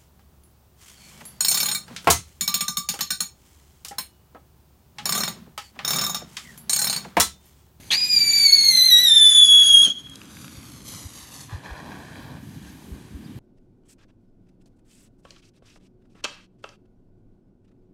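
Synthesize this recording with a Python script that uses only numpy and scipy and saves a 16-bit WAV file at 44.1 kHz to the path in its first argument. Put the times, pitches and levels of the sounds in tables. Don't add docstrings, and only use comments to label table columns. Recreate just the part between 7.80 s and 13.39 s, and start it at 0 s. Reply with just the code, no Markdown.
import sys
import numpy as np
from scipy import signal
from scipy.fft import rfft, irfft, next_fast_len
from scipy.io import wavfile
from scipy.ndimage import uniform_filter1d

SR = 44100
rng = np.random.default_rng(int(sys.argv[2]) if len(sys.argv) > 2 else 0)


def volts_from_db(level):
    exponent = np.asarray(level, float) / 20
    return 10 ** exponent


def transcribe(signal):
    frames = np.atleast_2d(signal).T
    limited = np.clip(frames, -1, 1)
    pcm = np.round(limited * 32767).astype(np.int16)
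    wavfile.write(sys.argv[1], SR, pcm)


N = 246492
T = np.arange(N) / SR
LIT_S, CHOKE_S, OUT_S = .105, 2.052, 2.095


def curve(table, silent=None):
    s, *columns = np.transpose(table)
    return [np.interp(T, s, c, silent, silent) for c in columns]


def unit(x):
    return x / np.sqrt(np.mean(x ** 2))


def colour(x, shape):
    hz, db = np.transpose(shape)
    bins = np.arange(len(x) // 2 + 1) * SR / len(x) + 1
    gain = volts_from_db(np.interp(np.log(bins), np.log(hz), db))
    return irfft(rfft(x) * gain, len(x))


def walk(rate):
    hold = int(SR / rate)
    steps = np.repeat(rng.standard_normal(N // hold + 1), hold)
    return unit(uniform_filter1d(uniform_filter1d(steps, hold), hold)[:N])


def bumps(rows):
    return sum(size * np.exp(-((T - s) / width) ** 2) for s, size, width in rows)


def spurt(start, length, sag_db, attack, release):
    t = T - start
    rise = np.clip(t / attack, 0, 1)
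    sag = volts_from_db(-sag_db * np.clip(t / length, 0, 1))
    return rise * sag * np.exp(-np.maximum(t - length, 0) / release)


def turbulence(shape, flicker_db, rate):
    out = 0
    for hz in 30 * 2. ** np.arange(10):
        octave = [(hz / 2, -60), (hz / 1.6, -9), (hz / 1.25, 0),
                  (hz * 1.25, 0), (hz * 1.6, -9), (hz * 2, -60)]
        band = colour(rng.standard_normal(N), octave)
        out = out + band * volts_from_db(flicker_db * walk(rate))
    return unit(colour(out, shape))


# [f/Hz, level/(dB per Hz)]
STREET_HISS = [(300, -8), (800, -4), (3000, 0), (6500, -14), (11000, -10.5), (14000, -24.5), (15700, -38)]


def street():
    return volts_from_db(-57.5) * turbulence(STREET_HISS, 0.97, 6.6)


# [t/s, level/dB, deep part minus level/dB]
GUSTS = [(0, -49, 6), (.85, -46, 3.5), (1.05, -49, -17.5), (2, -49.5, -11.5), (2.7, -47, -1),
         (3.8, -47.5, -7), (4.2, -41.5, -14), (4.9, -44.5, -5.5), (5.1, -41, -9), (5.35, -45, -11),
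         (5.59, -42.5, -13)]
# [f/Hz, level/(dB per Hz)]
WIND_RUMBLE = [(25, -35.5), (50, -7.5), (100, -2.5), (161, -1), (287, -3.5), (386, -13), (450, -20.5),
               (800, -36.5)]
# [t/s, peak level/dB, f/Hz]
BUFFETS = [(1.622, -39, 58.4), (1.907, -42, 51.1), (2.075, -31.5, 178), (2.776, -35, 81),
           (3.254, -29.5, 80), (3.726, -27, 103), (3.745, -25.5, 79.5), (3.914, -29.5, 57.7),
           (4.549, -33.5, 108), (4.769, -32, 156.6), (5.12, -28, 61.9), (5.348, -29.5, 64.2),
           (5.461, -28.5, 180), (5.561, -29.5, 110.3)]


def wind():
    gust_db, deep_db = curve(GUSTS)
    rumble = turbulence(WIND_RUMBLE, 2.3, 12)
    deep = turbulence([(25, -25), (60, 0), (110, -6), (200, -30)], 2.0, 10)
    out = volts_from_db(gust_db) * (rumble + volts_from_db(deep_db - 9.5) * deep)
    for s, db, hz in BUFFETS:
        turns = (T - s) * hz
        out = out + volts_from_db(db) * np.sin(2 * np.pi * turns) * np.exp(-((turns - .6) / 0.77) ** 2)
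    return out


# [t/s, length/s, centre f/Hz, swing f/Hz, level/dB]
CHIRPS = [
    (4.79, .075, 3020, 400, -57),
    (5.43, .054, 4200, 850, -52),
    (5.49, .04, 3350, 500, -54),
]


def bird():
    swing_turns, settle_share, glide_db = 1.17, .35, -8
    out = 0
    for s, length, centre_hz, swing_hz, db in CHIRPS:
        u = np.clip((T - s) / length, 0, 1)
        angle = 2 * np.pi * swing_turns * u
        hz = centre_hz - swing_hz * (1 - settle_share * u) * np.cos(angle)
        level = volts_from_db(db + 2.0 * walk(150) + glide_db * np.sin(angle) ** 2)
        swell = np.sin(np.pi * u ** 1.44) ** 0.53 * (u < 1)
        out = out + level * swell * np.sin(2 * np.pi * np.cumsum(hz) / SR)
    return out


# [t/s, peak level/dB, centre f/Hz]
SPARKS = [(.106, -30, 900), (.111, -22, 1600), (.122, -22, 1700), (2.066, -30, 1500), (2.072, -33, 500),
          (2.081, -31, 350), (2.092, -35, 300), (2.27, -40, 2000), (2.297, -34, 6000), (2.357, -28, 5000),
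          (2.416, -33, 2600), (2.432, -37, 4000), (2.455, -39, 4000), (2.51, -39, 2500), (2.57, -32, 1800),
          (2.645, -32, 1700), (2.68, -33, 1900), (2.757, -38, 2000), (2.83, -37, 3000), (3.005, -39, 3000),
          (3.335, -34, 8000), (3.695, -36, 1800), (4.357, -30, 1300), (4.57, -39, 1500)]


def sparks():
    out = np.zeros(N)
    t = T[:SR // 50]
    for s, db, hz in SPARKS:
        burst = rng.standard_normal(len(t)) * np.exp(-t / .0014)
        pop = colour(burst, [(hz / 8, -40), (hz / 3, -8), (hz, 0), (hz * 2.2, -8), (hz * 6, -40)])
        out[int(s * SR):][:len(t)] += volts_from_db(db) * pop / np.abs(pop).max()
    return out


# [f/Hz, level/(dB per Hz)]
ROAR = [(200, -14), (560, 0), (900, -2.5), (1700, -3.5), (2900, -15.5), (4000, -13.5), (8000, -30.5),
        (12000, -55.5)]
# [f/Hz, level/(dB per Hz)]
HISS = [(1200, -31.5), (2500, -13), (4200, -6.5), (5200, -8), (6300, -4), (7500, -10), (9000, -11),
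        (11400, -5), (13000, -18), (14500, -19), (15700, -46)]
# [f/Hz, level/(dB per Hz)]
FLAME = [(150, -15), (400, -17), (1000, -2), (2000, -0.5), (3500, 8), (6000, 0), (8500, -10), (11000, -8.5),
         (14000, -22.5), (15700, -33)]
# [t/s, length/s, roar level/dB, hiss level/dB, sag/dB]
SPURTS = [(-.05, 2.03, -58.5, -52, -4), (2.163, 0.28, -64.5, -63, -9.5), (2.474, 0.051, -55.5, -51.5, -3),
          (2.527, .49, -57, -50, 0.5), (3.027, 0.059, -61, -49.5, -8.5), (3.092, 0.28, -48, -39.5, 12),
          (3.323, 0.21, -52, -45.5, 5.5), (3.51, 0.11, -51.5, -43, 1), (3.681, 0.064, -41.5, -57.5, 2.5),
          (3.82, 0.75, -42, -59, 8), (4.597, 0.44, -57.5, -59, 1.5), (5.1, .4, -60, -69.5, 0.5),
          (5.54, .06, -56, -73, 1)]


def jet():
    flows = np.array([spurt(s, length, sag_db, .035, .055) for s, length, _, _, sag_db in SPURTS])
    roar_gain, hiss_gain = np.sqrt(volts_from_db(np.transpose(SPURTS)[2:4]) ** 2 @ flows ** 2)
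    lighting_puff = volts_from_db(-20.5) * spurt(LIT_S, 0.048, 3, 0.015, 0.0057)
    burning = volts_from_db(-38.5) * spurt(LIT_S, CHOKE_S - LIT_S + 0.008, -3.5, .1, 0.006)
    last_puff = volts_from_db(-38) * spurt(CHOKE_S + .008, .025, 3, .008, .022)
    flame_gain = lighting_puff + burning + last_puff
    bright_s = 1.25
    hiss_gain = hiss_gain + volts_from_db(-39.5) * spurt(bright_s, CHOKE_S - bright_s, 0, .3, .015)
    grit = volts_from_db(2.0 * walk(900) + 1.2 * walk(25.06))
    roar = roar_gain * turbulence(ROAR, 1.0, 12)
    hiss = hiss_gain * turbulence(HISS, 1.2, 15)
    flame = flame_gain * turbulence(FLAME, 1.5, 20)
    return grit * (roar + hiss + flame)


# [t/s, f/Hz, drive level/dB, unsteadiness of the burn (0-1)]
SONG = [
    (.2, 2472, -10, 0.47),
    (.45, 2322, -1.5, 0.69),
    (.6, 2303, 0.5, 0.6),
    (.69, 2205, -1, .6),
    (.83, 2184, -1, 0.9),
    (1.0, 2008, 0, 0.75),
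    (1.3, 1803, -0.5, 0.7),
    (1.6, 1712, 0, 0.49),
    (2.03, 1628, -0.5, 0.43),
]
# [t/s, rise (share), half width/s]
FLARES = [
    (.31, .012, 0.056),
    (.742, .008, 0.028),
    (1.075, .048, 0.044),
    (1.23, 0.068, 0.044),
    (1.34, .008, 0.014),
    (2.03, 0.034, 0.013),
]
# [t/s, level/dB, half width/s]
BEATS = [(.28, -13, .012), (.372, 7, 0.0046), (.395, -11, 0.0027), (.45, -10.5, 0.018), (.5, 3.5, .015),
         (.525, -13, .008), (.595, -14, 0.002), (.713, -23, 0.0067), (.737, 8.5, 0.02), (.92, -8.5, 0.015),
         (1.22, -3.5, 0.018), (1.435, 2.5, 0.016), (1.58, 6, 0.037), (1.67, -7, 0.013), (1.93, 6, 0.058)]
MULTIPLE_DB = [-23.5, -12.5, -30.5, -32.5, -32.5, -25, -49.5, -33]
# [f/Hz, level/dB]
MOUTH = [(1500, -13), (3400, 1.5), (4600, -2), (6500, 6.5), (8500, -7.5), (10600, 0.5), (12200, -6),
         (14000, -23.5)]


def whistle():
    hz, drive_db, unsteady = curve(SONG)
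    cold = np.exp(-np.maximum(T - LIT_S - .011, 0) / .02)
    spent = np.maximum(T - CHOKE_S, 0)
    choked = 1 - np.exp(-spent / .014)
    unsteady = np.maximum(unsteady + 0.44 * (np.sqrt(cold) + choked), 0)

    steady_hz = hz * (1 - .33 * cold - .035 * choked + bumps(FLARES))
    waver = .009 * walk(75) + .012 * unsteady ** 4 * walk(900)
    hz = steady_hz * (1 + unsteady * waver + 0.0045 * walk(500))
    phase = 2 * np.pi * np.cumsum(hz) / SR

    lit = uniform_filter1d(1. * (T > LIT_S) * (T < OUT_S), size=90)
    mouth_hz, mouth_db = np.transpose(MOUTH)
    odd_db = -42.5 * np.maximum(T - 1.19, 0) - 22 * cold
    out = 0
    for k, db in enumerate(MULTIPLE_DB, 1):
        db = db + drive_db - 9 * choked * np.sqrt(k / 2) - 200 * spent
        db = db + np.interp(np.log(k * steady_hz), np.log(mouth_hz), mouth_db)
        if k % 2:
            db = db + odd_db
        elif k == 2:
            db = db + bumps(BEATS) + 2.5 * cold
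        else:
            db = db - 15 * cold
        flutter = 1.1 * walk(70) + 1.0 * walk(200) + .25 * k * walk(700)
        level = volts_from_db(db + np.sqrt(k * unsteady) * flutter)
        out = out + level * (k * hz < 15600) * np.sin(k * phase + k * k)
    return np.sqrt(2) * lit * out


# [t/s, distance/m]
DISTANCE = [
    (0, 20.4),
    (.5, 19.2),
    (1, 17.5),
    (1.7, 14.5),
    (3, 10.2),
    (3.8, 8),
    (4.3, 7.77),
]


def ground(x):
    bounce_gain, bounce_turn, lag_ms_m = .64, -1., 10
    turned = np.real(signal.hilbert(x, next_fast_len(N))[:N] * np.exp(-1j * bounce_turn))
    late = np.interp(T - lag_ms_m / curve(DISTANCE)[0] / 1000, T, turned)
    return x + bounce_gain * colour(late, [(500, -8), (1200, 0), (3000, 0), (7000, -2), (13000, -6)])


# [lag t/s, level/dB]
FRONT = [
    (.0062, -8),
    (.0137, -10),
]


def yard(x, song):
    t60_s, tail_db = .68, -18
    t = T[:SR]
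    tail = rng.standard_normal(SR) * volts_from_db(-60 * t / t60_s + 2.5 * walk(70)[:SR]) * (t > .02)
    tail = colour(tail, [(200, -8), (3000, -15.5), (7000, -13.5), (10000, -23), (14000, -21)])
    far = signal.fftconvolve(x, volts_from_db(tail_db) * tail / np.sqrt(np.sum(tail ** 2)))[:N]
    near = sum(volts_from_db(db) * np.pad(song, (int(lag * SR), 0))[:N] for lag, db in FRONT)
    return x + near + far * volts_from_db(3.5 * walk(70))


def scene():
    song = whistle()
    cart = song + ground(jet() + sparks())
    return (yard(cart + bird(), song) + wind() + street())[None]


def masked(x):
    mask_db, slope_per_band_db, least_hidden_db = -28, -3.6, -52
    spec = signal.stft(x, nperseg=2048, noverlap=1024)[2]
    bands = np.abs(spec[:1024]).reshape(64, 16, -1).max(axis=1)
    hidden = np.zeros_like(bands)
    for step in range(2, 14):
        slope_db = slope_per_band_db * 14 / np.arange(step, 64)[:, None] ** 1.2 * 1.5
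        shadow = bands[:-step] * volts_from_db(mask_db + slope_db * (step - 2.0))
        hidden[step:] = np.maximum(hidden[step:], shadow)
    hidden = uniform_filter1d(hidden, size=3, axis=1)
    keep = np.repeat((bands > hidden) | (hidden < volts_from_db(least_hidden_db)), 16, axis=0)
    keep[:190] = True
    keep = np.vstack([keep, keep[-1:]])
    return signal.istft(spec * keep, nperseg=2048, noverlap=1024)[1][:N]


def band_limit(x):
    return signal.sosfilt(signal.butter(12, 15700, fs=SR, output="sos"), x)


def record(dry):
    heard = colour(dry[0], [(15, -19.0), (40, -1.0), (70, 1.5), (12000, 0), (14000, -2.5), (15700, -9.5)])
    rounded = np.tanh(1.04 * heard) / 1.159
    return band_limit(masked(rounded)[None])


dry = scene()
out = record(dry)
transcribe(out)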